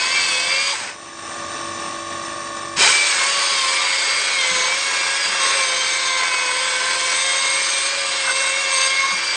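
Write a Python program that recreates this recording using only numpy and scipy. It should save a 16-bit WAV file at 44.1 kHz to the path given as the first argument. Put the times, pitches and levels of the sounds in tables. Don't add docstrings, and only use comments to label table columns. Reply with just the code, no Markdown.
import sys
import numpy as np
from scipy import signal
from scipy.fft import rfft, irfft, next_fast_len
from scipy.io import wavfile
from scipy.ndimage import uniform_filter1d, minimum_filter1d, map_coordinates

SR = 44100
rng = np.random.default_rng(int(sys.argv[2]) if len(sys.argv) > 2 else 0)


def generate_wav(signal):
    frames = np.transpose(np.atleast_2d(signal))
    scaled = np.clip(frames, -1, 1) * 32767
    pcm = np.round(scaled).astype(np.int16)
    wavfile.write(sys.argv[1], SR, pcm)


N = 412758
TIME = np.arange(N) / SR

SPROCKET_TEETH, GEAR_TEETH, CHAIN_SEGMENTS = 6, 13, 29
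STOP_S, RESTART_S = 0.705, 2.76
SCRAPE_FADE_DB_PER_S, CRUNCH_FADE_DB_PER_S, WHINE_FADE_DB_PER_S = 56, 10, 239


def undb(db):
    return 10 ** (np.asarray(db) / 20)


def unit(x):
    return x / np.sqrt(np.mean(x ** 2))


def curves(table):
    s, *columns = np.transpose(table)
    return [np.interp(TIME, s, column) for column in columns]


def walk(rate):
    knots = rng.standard_normal(8192)
    coarse = map_coordinates(knots, [TIME[::32] * rate], order=3, mode="wrap")
    return unit(coarse).repeat(32)[:N]


def filtered(x, response):
    size = next_fast_len(N, real=True)
    hz = np.maximum(np.fft.rfftfreq(size, 1 / SR), 1)
    return unit(irfft(rfft(x, size) * response(hz), size)[:N])


def colour(x, points):
    f, db = np.transpose(points)
    return filtered(x, lambda hz: undb(np.interp(np.log(hz), np.log(f), db)))


def ring(x, modes):
    def response(hz):
        return sum(undb(db) / np.sqrt(w) / (1 + 1j * (hz - f) / w) ** 2 for f, w, db in modes)
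    total_rms = np.sqrt(sum(undb(db) ** 2 for _, _, db in modes))
    return filtered(x, response) * total_rms


def grains(spread_db):
    extra_db = spread_db * np.minimum(rng.exponential(size=N), 4)
    return rng.standard_normal(N) * undb(extra_db)


COAST_S, COAST_POWER, SPIN_UP_S, SPIN_UP_POWER = .28, 1.7, .185, 1.5


def throttle():
    down = np.clip((TIME - STOP_S) / COAST_S, 0, 1)
    up = np.clip((TIME - RESTART_S) / SPIN_UP_S, 0, 1)
    return (1 - down ** COAST_POWER) + (1 - (1 - up) ** SPIN_UP_POWER)


def coasting():
    return np.maximum(TIME - STOP_S, 0) * (TIME < RESTART_S)


# time in seconds, speed in Hz.
SHAFT_SPEED = [(0, 84.3), (.06, 85.7), (.15, 89.25), (.38, 85.5), (.72, 94.2), (3.05, 97.2), (3.21, 89.54),
               (3.33, 93.66), (3.52, 92.56), (3.63, 88.05), (3.8, 90.2), (4.2, 90.1), (4.32, 93.5),
               (4.44, 86.74), (4.64, 85.34), (4.81, 92.06), (5.07, 90), (5.21, 92.7), (5.36, 90.3),
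               (5.59, 90.2), (5.69, 87), (6.03, 88.03), (6.49, 84.17), (6.63, 86.75), (6.78, 85.74),
               (6.94, 87.1), (7.1, 86.14), (7.25, 89.3), (7.8, 91), (7.97, 92.5), (8.1, 90.7), (8.2, 90.4),
               (8.31, 88.05), (8.42, 90.44), (8.49, 89.3), (8.62, 91.35), (8.78, 88.6), (9.09, 91),
               (9.35, 89.2)]


def shaft():
    held_hz, = curves(SHAFT_SPEED)
    shaft_hz = held_hz * throttle()
    turns = np.cumsum(shaft_hz * (1 + 0.002037 * walk(35))) / SR
    return shaft_hz, turns


# start in seconds, length in seconds, then levels in dB for lower squeal, upper squeal
# and link rattle, and extra grit in dB.
BAR_BINDS = [(2.835, 0.32, -38, -33.5, -40.5, -0.1), (3.044, 0.635, -42, -46, -28.5, -1.5),
             (4.454, 0.23, -35.5, -41, -29.5, 1), (5.39, 0.22, -34, -33.5, -26.5, 1.5),
             (5.561, 0.63, -35, -39, -34, -4.5), (6.15, 0.98, -43, -40, -32, 2.5),
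             (7.103, 0.769, -35.5, -31.5, -35, -2.3), (8.233, 0.27, -37.5, -33.5, -35.5, 0.5),
             (8.694, 0.17, -31.5, -27, -30.5, 1), (8.862, 0.26, -37, -44, -30.5, 0.5)]
BIND_ATTACK_S, BIND_RELEASE_S = 0.051, 0.034
FREE_LOWER_DB, FREE_UPPER_DB, FREE_RATTLE_DB = -52.5, -45, -39.5


def binding():
    free = undb([FREE_LOWER_DB, FREE_UPPER_DB, FREE_RATTLE_DB, 0])[:, None]
    extra = np.zeros((4, N))
    for s, length, *levels in BAR_BINDS:
        swell = (TIME - s) / BIND_ATTACK_S
        release = 1 - (TIME - s - length) / BIND_RELEASE_S
        grip = np.clip(np.minimum(swell, release), 0, 1)
        extra = np.maximum(extra, grip * (undb(levels)[:, None] - free))
    return free + extra


# pitch in Hz, width in Hz, lift in dB.
BODY_RESONANCES = [(3000, 92, -4.5), (3130, 50, 4.5), (3230, 46, 3.5), (3380, 90, 4)]


def body(hz):
    lift_db = sum(db / (1 + (2 * (hz[::32] - f) / w) ** 2) for f, w, db in BODY_RESONANCES)
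    return undb(lift_db).repeat(32)[:N]


WOBBLE = .2


def partial(turns, multiple, flutter, patchy_db):
    unrest = np.sqrt(max(multiple, 16) / 24)
    slow_shake = walk(45) + 1j * walk(45)
    fast_shake = walk(170) + 1j * walk(170)
    shake = 1 + flutter * unrest * (slow_shake + .5 * fast_shake)
    wobble = 1 + WOBBLE * np.cos(2 * np.pi * turns + walk(10))
    patches = undb(patchy_db * unrest * walk(12))
    carrier = np.exp(2j * np.pi * (multiple * turns + rng.random()))
    return unit(wobble * patches * np.real(shake * carrier))


def body_tone(turns, shaft_hz, multiple, flutter, patchy_db):
    return body(multiple * shaft_hz) * partial(turns, multiple, flutter, patchy_db)


# harmonic of the sprocket's tooth rate, relative level in dB.
FAINT_SPROCKET = [(6, -4), (7, -7)]
# harmonic of the gears' tooth rate, relative level in dB.
FAINT_GEARS = [(1, -6.5), (3, -6)]
# multiple of the shaft speed, relative level in dB.
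FAINT_SHAFT_TONES = [(8, -15), (11, -9), (20, -11.5), (22, -9), (25, -7.5), (41, -7), (54, -6)]
# time in seconds, level in dB.
FAINT_LEVEL = [(0, -31), (.15, -33), (.5, -32), (.7, -34.5), (3.0, -37.5), (3.8, -29.5), (4.4, -34.5),
               (5.3, -32), (6.0, -34.5), (7.3, -31.5), (8.0, -36), (8.3, -34), (8.85, -32.5), (9.1, -38),
               (9.25, -42)]
FADES_PER_S, FADE_DB = 5, 2


def faint_whine(turns, shaft_hz):
    level_db, = curves(FAINT_LEVEL)
    tones = [(SPROCKET_TEETH * k, db) for k, db in FAINT_SPROCKET]
    tones += [(GEAR_TEETH * k, db) for k, db in FAINT_GEARS]
    tones += [(k, db) for k, db in FAINT_SHAFT_TONES]
    whine = 0
    for multiple, db in tones:
        gain = undb(level_db + db + FADE_DB * walk(FADES_PER_S))
        whine = whine + gain * body_tone(turns, shaft_hz, round(multiple), flutter=.36, patchy_db=2.5)
    return whine


# time in seconds, level in dB.
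COVER_LEVEL = [(0, -33), (.15, -28), (.4, -32), (.7, -27.5), (3.0, -52), (3.35, -31.5), (4.0, -31.5),
               (4.6, -38), (5.1, -43), (5.22, -31), (5.4, -40), (8.6, -38), (8.8, -30.5), (8.92, -33),
               (9.15, -38), (9.28, -29.5)]
# time in seconds, level in dB.
SPROCKET_1 = [(0.201, -46), (0.349, -38.5), (3.0, -39.5), (3.4, -39.5), (4.2, -42.5), (4.6, -34.5),
              (5.0, -46.5), (5.6, -35.5), (6.2, -43), (6.4, -35.5), (7.4, -39.5), (8.8, -35.5),
              (9.2, -45.5)]
SPROCKET_3 = [(0, -39), (.15, -34), (.7, -41), (3.0, -44), (3.2, -30), (3.35, -48), (4.3, -46), (4.6, -36),
              (4.8, -44), (4.95, -31), (5.5, -34), (5.8, -37), (6.45, -31.5), (7.1, -33), (7.6, -40.5),
              (8.15, -39), (8.3, -33), (8.6, -40), (8.85, -29.5), (9.35, -41)]
SPROCKET_4 = [(0, -41), (.15, -23.5), (.37, -43), (.52, -29), (.7, -28.5), (2.89, -41), (2.95, -17),
              (3.03, -21.5), (3.12, -25.5), (3.25, -26.5), (3.38, -48), (3.65, -29), (4.3, -28),
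              (4.43, -21.5), (4.65, -31), (5.4, -35), (5.7, -34), (6.2, -25.5), (6.35, -36), (7.08, -39),
              (7.22, -25.5), (7.6, -28), (7.959, -38), (8.3, -25.5), (8.6, -29), (8.8, -24), (9.14, -23.5),
              (9.201, -36)]
SPROCKET_5 = [(0, -29), (.2, -32), (.35, -28), (.55, -33), (.7, -41), (3.0, -44), (3.3, -36), (3.6, -39),
              (4.3, -42), (5.58, -31.5), (5.8, -43), (6.18, -46), (6.28, -31), (6.48, -27), (6.65, -48),
              (7.0, -39), (7.4, -39), (7.8, -46), (8.3, -31), (8.8, -30.5), (9.2, -40)]
# time in seconds, level in dB.
GEAR_2 = [(0, -29), (.16, -25), (.38, -33.5), (.6, -20.5), (.72, -28), (2.9, -40), (3.2, -29), (3.4, -47),
          (3.65, -31), (4.05, -33), (4.45, -28.5), (4.72, -26), (4.84, -48), (5.02, -28), (5.23, -42),
          (5.6, -27), (6.0, -27), (6.2, -28.5), (6.7, -26.5), (7.15, -28), (7.4, -44), (7.6, -31.5),
          (8.05, -31.5), (8.35, -47), (8.75, -33), (9.35, -30.5)]
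COVER_TONE_DB = -2


def strong_whine(turns, shaft_hz):
    sprocket = [(1, SPROCKET_1), (3, SPROCKET_3), (4, SPROCKET_4), (5, SPROCKET_5)]
    tones = [(SPROCKET_TEETH * k, curves(table)[0]) for k, table in sprocket]
    tones.append((2 * GEAR_TEETH, curves(GEAR_2)[0]))
    tones.append((4 * GEAR_TEETH, curves(COVER_LEVEL)[0] + COVER_TONE_DB))
    return sum(undb(db) * body_tone(turns, shaft_hz, multiple, flutter=.22, patchy_db=1.53)
               for multiple, db in tones)


SLACK_S = .19


def slack():
    return np.sin(np.pi * np.clip((TIME - RESTART_S) / SLACK_S, 0, 1))


# multiple of the shaft speed, relative level in dB.
LOOSE_TONES = [(11, -6), (12, 0), (13, -8), (18, -3), (30, -3), (36, -3)]
LOOSE_LINKS_DB, COAST_LINKS_DB = -28, -41


def loose_links(turns, scrape_fade):
    running_down = undb(COAST_LINKS_DB) * scrape_fade * (coasting() > 0)
    looseness = undb(LOOSE_LINKS_DB) * slack() + running_down
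    return looseness * sum(undb(db) * partial(turns, round(k), flutter=0.48, patchy_db=6.5)
                           for k, db in LOOSE_TONES)


RUNNING_HZ = 60


def drive(turns, shaft_hz, rattle_gain):
    scrape_fade = undb(-SCRAPE_FADE_DB_PER_S * coasting())
    taut = throttle() ** 2 * undb(-WHINE_FADE_DB_PER_S * coasting())
    whine = taut * (faint_whine(turns, shaft_hz) + strong_whine(turns, shaft_hz))
    rattle_tone = body_tone(turns, shaft_hz, 2 * SPROCKET_TEETH, flutter=0.46, patchy_db=2.5)
    rattle = rattle_gain * scrape_fade * rattle_tone
    speed_gain = np.minimum(shaft_hz / RUNNING_HZ, 1)
    return speed_gain * (rattle + whine + loose_links(turns, scrape_fade))


RIPPLE_DB, RIPPLE_FULL_HZ, RIPPLE_SPACING_HZ, RIPPLE_CHANGES_PER_S = 6.2, 4300, 44, 4


def uneven_treble(x):
    hz, s, spectrum = signal.stft(x, SR, nperseg=2048)
    travel = np.interp(s, TIME, np.cumsum(throttle()) / SR)
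    place = np.meshgrid(hz / RIPPLE_SPACING_HZ, travel * RIPPLE_CHANGES_PER_S, indexing="ij")
    bumps = map_coordinates(rng.standard_normal((512, 64)), place, order=3, mode="wrap")
    depth = np.minimum(hz / RIPPLE_FULL_HZ, 1)[:, None] ** 2
    ripple = undb(RIPPLE_DB * depth * np.minimum(bumps, 1))
    return unit(signal.istft(spectrum * ripple, SR)[1][:N])


def grit(turns, grain_db, bite_db, pulse):
    passes = SPROCKET_TEETH * turns
    segment = passes.astype(int) % CHAIN_SEGMENTS
    bite = rng.standard_normal(CHAIN_SEGMENTS)[segment]
    return grains(grain_db) * undb(bite_db * bite) * (1 + pulse * np.cos(2 * np.pi * passes))


# time in seconds, fine scraping in relative dB, coarse crunch in relative dB.
FEED_LEVELS = [(0, 1, -0.5), (.7, 0.5, -3), (2.8, 5, 3), (3.3, 4.5, 2.5), (3.9, 2, 1.5), (4.3, 2, 3),
               (4.9, 1.5, 1), (5.4, 1.5, 3), (6.5, -1.7, -1.5), (7.5, 2.1, 0.5), (8.1, 1.6, -2),
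               (9.35, -2, 0)]
# pitch in Hz, relative level in dB.
SCRAPE_COLOUR = [(900, -20), (1800, -1.5), (2280, 7.5), (2480, -8.5), (2700, 5.5), (2860, 2), (3100, 5),
                 (3650, 2.5), (4200, 6), (4700, 2.5), (5100, 5.5), (5400, 1.5), (5800, 3.5), (6050, -1.5),
                 (6700, 3), (7350, -3.5), (7950, 3.5), (8400, 0.5), (8900, 1.5), (9600, -62)]
# pitch in Hz, relative level in dB.
CRUNCH_COLOUR = [(100, -28.5), (250, -18.5), (330, -12.5), (450, -3), (720, -8.5), (980, 3.5), (1120, -4),
                 (1300, 1), (1600, 4.5), (1950, 0.5), (2600, 2), (5000, -49)]


def scrape_and_crunch(turns):
    scrape_db, crunch_db = curves(FEED_LEVELS)
    scrape_db = scrape_db - 25.5 - SCRAPE_FADE_DB_PER_S * coasting()
    crunch_db = crunch_db - 29.0 - CRUNCH_FADE_DB_PER_S * coasting() + 1.0 * walk(20)
    fine = uneven_treble(grit(turns, grain_db=0.5, bite_db=0.3, pulse=0.33))
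    coarse = grit(turns, grain_db=1.5, bite_db=1.5, pulse=0.14)
    return colour(fine, SCRAPE_COLOUR) * undb(scrape_db) + colour(coarse, CRUNCH_COLOUR) * undb(crunch_db)


SQUEAL_SWAY = .004


def sway(x):
    return map_coordinates(x, [np.cumsum(1 + SQUEAL_SWAY * walk(3))], order=3, mode="mirror")


# pitch in Hz, width in Hz, relative level in dB.
LOWER_BAR_MODES = [(6340, 55, 3.5), (3730, 130, 3), (3976, 130, -1), (4590, 150, -0.5)]
UPPER_BAR_MODES = [(8050, 43, -3.5), (8408, 57, 3)]


def squeal(lower_gain, upper_gain):
    lower = sway(ring(grains(1.8), LOWER_BAR_MODES)) * lower_gain
    upper = sway(ring(grains(0.99), UPPER_BAR_MODES)) * upper_gain
    return lower + upper


# pitch in Hz, width in Hz, relative level in dB.
COVER_RESONANCES = [(3200, 320, -2), (4680, 69, -1), (4820, 130, -2)]


def cover():
    cover_db, = curves(COVER_LEVEL)
    level_db = cover_db - WHINE_FADE_DB_PER_S * coasting() + 0.69 * walk(22)
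    return ring(grains(3.1), COVER_RESONANCES) * undb(level_db)


BITE_HZ = 45.7


def cutting(turns, shaft_hz, lower_gain, upper_gain, grit_gain):
    chatter = undb(0.7 * walk(90))
    ringing = throttle() * (squeal(lower_gain, upper_gain) + cover())
    speed_gain = np.minimum(shaft_hz / BITE_HZ, 1)
    return speed_gain * chatter * (grit_gain * scrape_and_crunch(turns) + ringing)


# harmonic of the pump's turning rate, typical rms level in dB.
PUMP_HARMONICS = [(1, -73), (2, -64), (3, -66), (5, -66), (7, -52.5), (12, -51.5), (13, -59.5), (22, -61),
                  (23, -46), (24, -50), (25, -48.5), (35, -64.5), (37, -55), (48, -64.5), (49, -60.5),
                  (72, -60.5), (82, -60.5), (96, -60)]
PUMP_HZ, MAINS_HUM_HZ = 47.92, 100


def power_pack():
    turns = PUMP_HZ * (TIME + np.cumsum(0.00013 * walk(5)) / SR)
    smear = .3
    pump = 0
    for k, db in PUMP_HARMONICS:
        phase = 2 * np.pi * round(k) * turns - smear * round(k) ** 2
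        pump = pump + undb(db + 1.1 * walk(11)) * np.cos(phase)
    hum = undb(-85.5) * np.sin(2 * np.pi * MAINS_HUM_HZ * TIME)
    return np.sqrt(2) * (pump + hum)


# pitch in Hz, relative level in dB.
WATER_COLOUR = [(25, -30), (50, -10), (90, 2), (130, 0.5), (250, 5), (520, 3), (690, 7.5), (1100, 5),
                (1350, 2.5), (1850, 7.5), (2150, -0.5), (2900, 2.5), (3250, -3), (3700, 1.5), (4300, -5.5),
                (4600, -3), (5000, -11.5), (5600, 0), (7400, -9.5), (8000, -1), (8600, 2.5), (9600, -29)]
# pitch in Hz, width in Hz, relative level in dB.
SPRAYED_BAR_MODES = [(1493, 31, -4), (5320, 55, 4), (6070, 73, 3.5), (6270, 94, -1), (7010, 73, 2.5)]
# time in seconds, spray level in dB.
SPRAY_LEVEL = [(0, -34.5), (1.0, -39), (1.6, -42), (2.75, -44.5), (9.36, -44.5)]


def water():
    spray_db, = curves(SPRAY_LEVEL)
    drops = uneven_treble(grains(4.4))
    hiss = colour(drops, WATER_COLOUR) * undb(1.1 * walk(15))
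    ringing = undb(-17.0) * ring(grains(3.5), SPRAYED_BAR_MODES)
    return undb(spray_db) * (hiss + ringing)


SKID_S, SKID_LENGTH_S, SKID_FROM_HZ, SKID_TO_HZ, SKID_DB = .615, .14, 1360, 830, -33


def skid():
    along = np.clip((TIME - SKID_S) / SKID_LENGTH_S, 0, 1)
    turns = np.cumsum(SKID_FROM_HZ + (SKID_TO_HZ - SKID_FROM_HZ) * along) / SR
    roughness = 1 + walk(260) + 1j * walk(260)
    rasp = np.real(roughness * np.exp(2j * np.pi * turns))
    swell = np.sqrt(4 * along * (1 - along))
    return undb(SKID_DB) * swell * unit(rasp)


def blows(table, attack_s):
    force = 0
    for s, db, t60 in table:
        rise = np.clip((TIME - s) / attack_s, 0, 1)
        force = force + undb(db - 60 * np.abs(TIME - s) / t60) * rise
    return force


# pitch in Hz, width in Hz, relative level in dB.
SLAPPED_BAR_MODES = [(424, 40, -16), (1458, 130, -5), (2373, 52, -1.5), (3058, 80, -3.5), (5530, 2500, -7)]
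# start in seconds, level in dB.
SLAP_BLOWS = [(2.791, -27), (2.806, -24), (2.831, -23), (2.874, -17), (2.903, -24)]
SLAP_T60_S = 0.096


def slaps():
    force = blows([(s, db, SLAP_T60_S) for s, db in SLAP_BLOWS], attack_s=0.0015)
    return force * ring(rng.standard_normal(N), SLAPPED_BAR_MODES)


# start in seconds, length in seconds, level in dB.
PEBBLE_CATCHES = [(3.13, 0.13, -26), (8.237, 0.095, -25.5), (8.39, 0.12, -31), (9.085, 0.064, -34)]
# pitch in Hz, width in Hz, relative level in dB.
RASP_MODES = [(1020, 120, -11), (1220, 140, -7.5), (1476, 70, -3)]


def gnaws():
    force = 0
    for s, length, db in PEBBLE_CATCHES:
        arch = np.clip(1 - np.abs(2 * (TIME - s) / length - 1), 0, 1)
        force = force + undb(db) * np.sqrt(arch)
    return force * undb(3.9 * walk(90)) * ring(grains(3.6), RASP_MODES)


# start in seconds, level in dB, time to fall by 60 dB in seconds.
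WALL_KNOCKS = [(4.5, -43.5, 0.94), (5.261, -47, 0.87), (9.111, -38, 0.27)]
# pitch in Hz, width in Hz, relative level in dB.
HOUSING_MODES = [(197, 36, -8.5), (235, 120, -1.5), (1210, 120, 8)]


def knocks():
    return blows(WALL_KNOCKS, attack_s=0.0094) * ring(rng.standard_normal(N), HOUSING_MODES)


def room(x, t60, wet_db):
    t = TIME[:SR // 2]
    tail = rng.standard_normal(len(t)) * undb(-60 * t / t60) * (t > .004)
    tail = tail / np.sqrt(np.sum(tail ** 2))
    return x + undb(wet_db) * signal.fftconvolve(x, tail)[:N]


def scene():
    shaft_hz, turns = shaft()
    lower, upper, rattle, grit_gain = binding()
    saw = drive(turns, shaft_hz, rattle) + cutting(turns, shaft_hz, lower, upper, grit_gain)
    saw = saw + skid() + slaps() + gnaws() + knocks()
    return (room(saw, t60=0.047, wet_db=-13.0) + power_pack() + water())[None]


def auto_gain(x, target_db, most_db, rise_db_per_s, fall_db_per_s):
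    hop, hold = SR // 200, 40
    level_db = 10 * np.log10(uniform_filter1d(x ** 2, size=2048)[::hop] + 1e-12)
    room_left_db = minimum_filter1d(target_db - level_db, size=hold, origin=hold // 2 - 1)
    most_fall, most_rise = fall_db_per_s * hop / SR, rise_db_per_s * hop / SR
    lift_db = [0]
    for wanted in np.clip(room_left_db, 0, most_db):
        lift_db.append(lift_db[-1] + np.clip(wanted - lift_db[-1], -most_fall, most_rise))
    return x * undb(np.interp(TIME, TIME[::hop], lift_db[1:]))


TOP_HZ = 9350


def record(dry):
    sound = auto_gain(dry[0], target_db=-26.5, most_db=11, rise_db_per_s=25, fall_db_per_s=44)
    sound = np.tanh(sound)
    low_pass = signal.ellip(10, .2, 80, TOP_HZ, fs=SR, output="sos")
    return signal.sosfilt(low_pass, sound)[None]


dry = scene()
out = record(dry)
generate_wav(out)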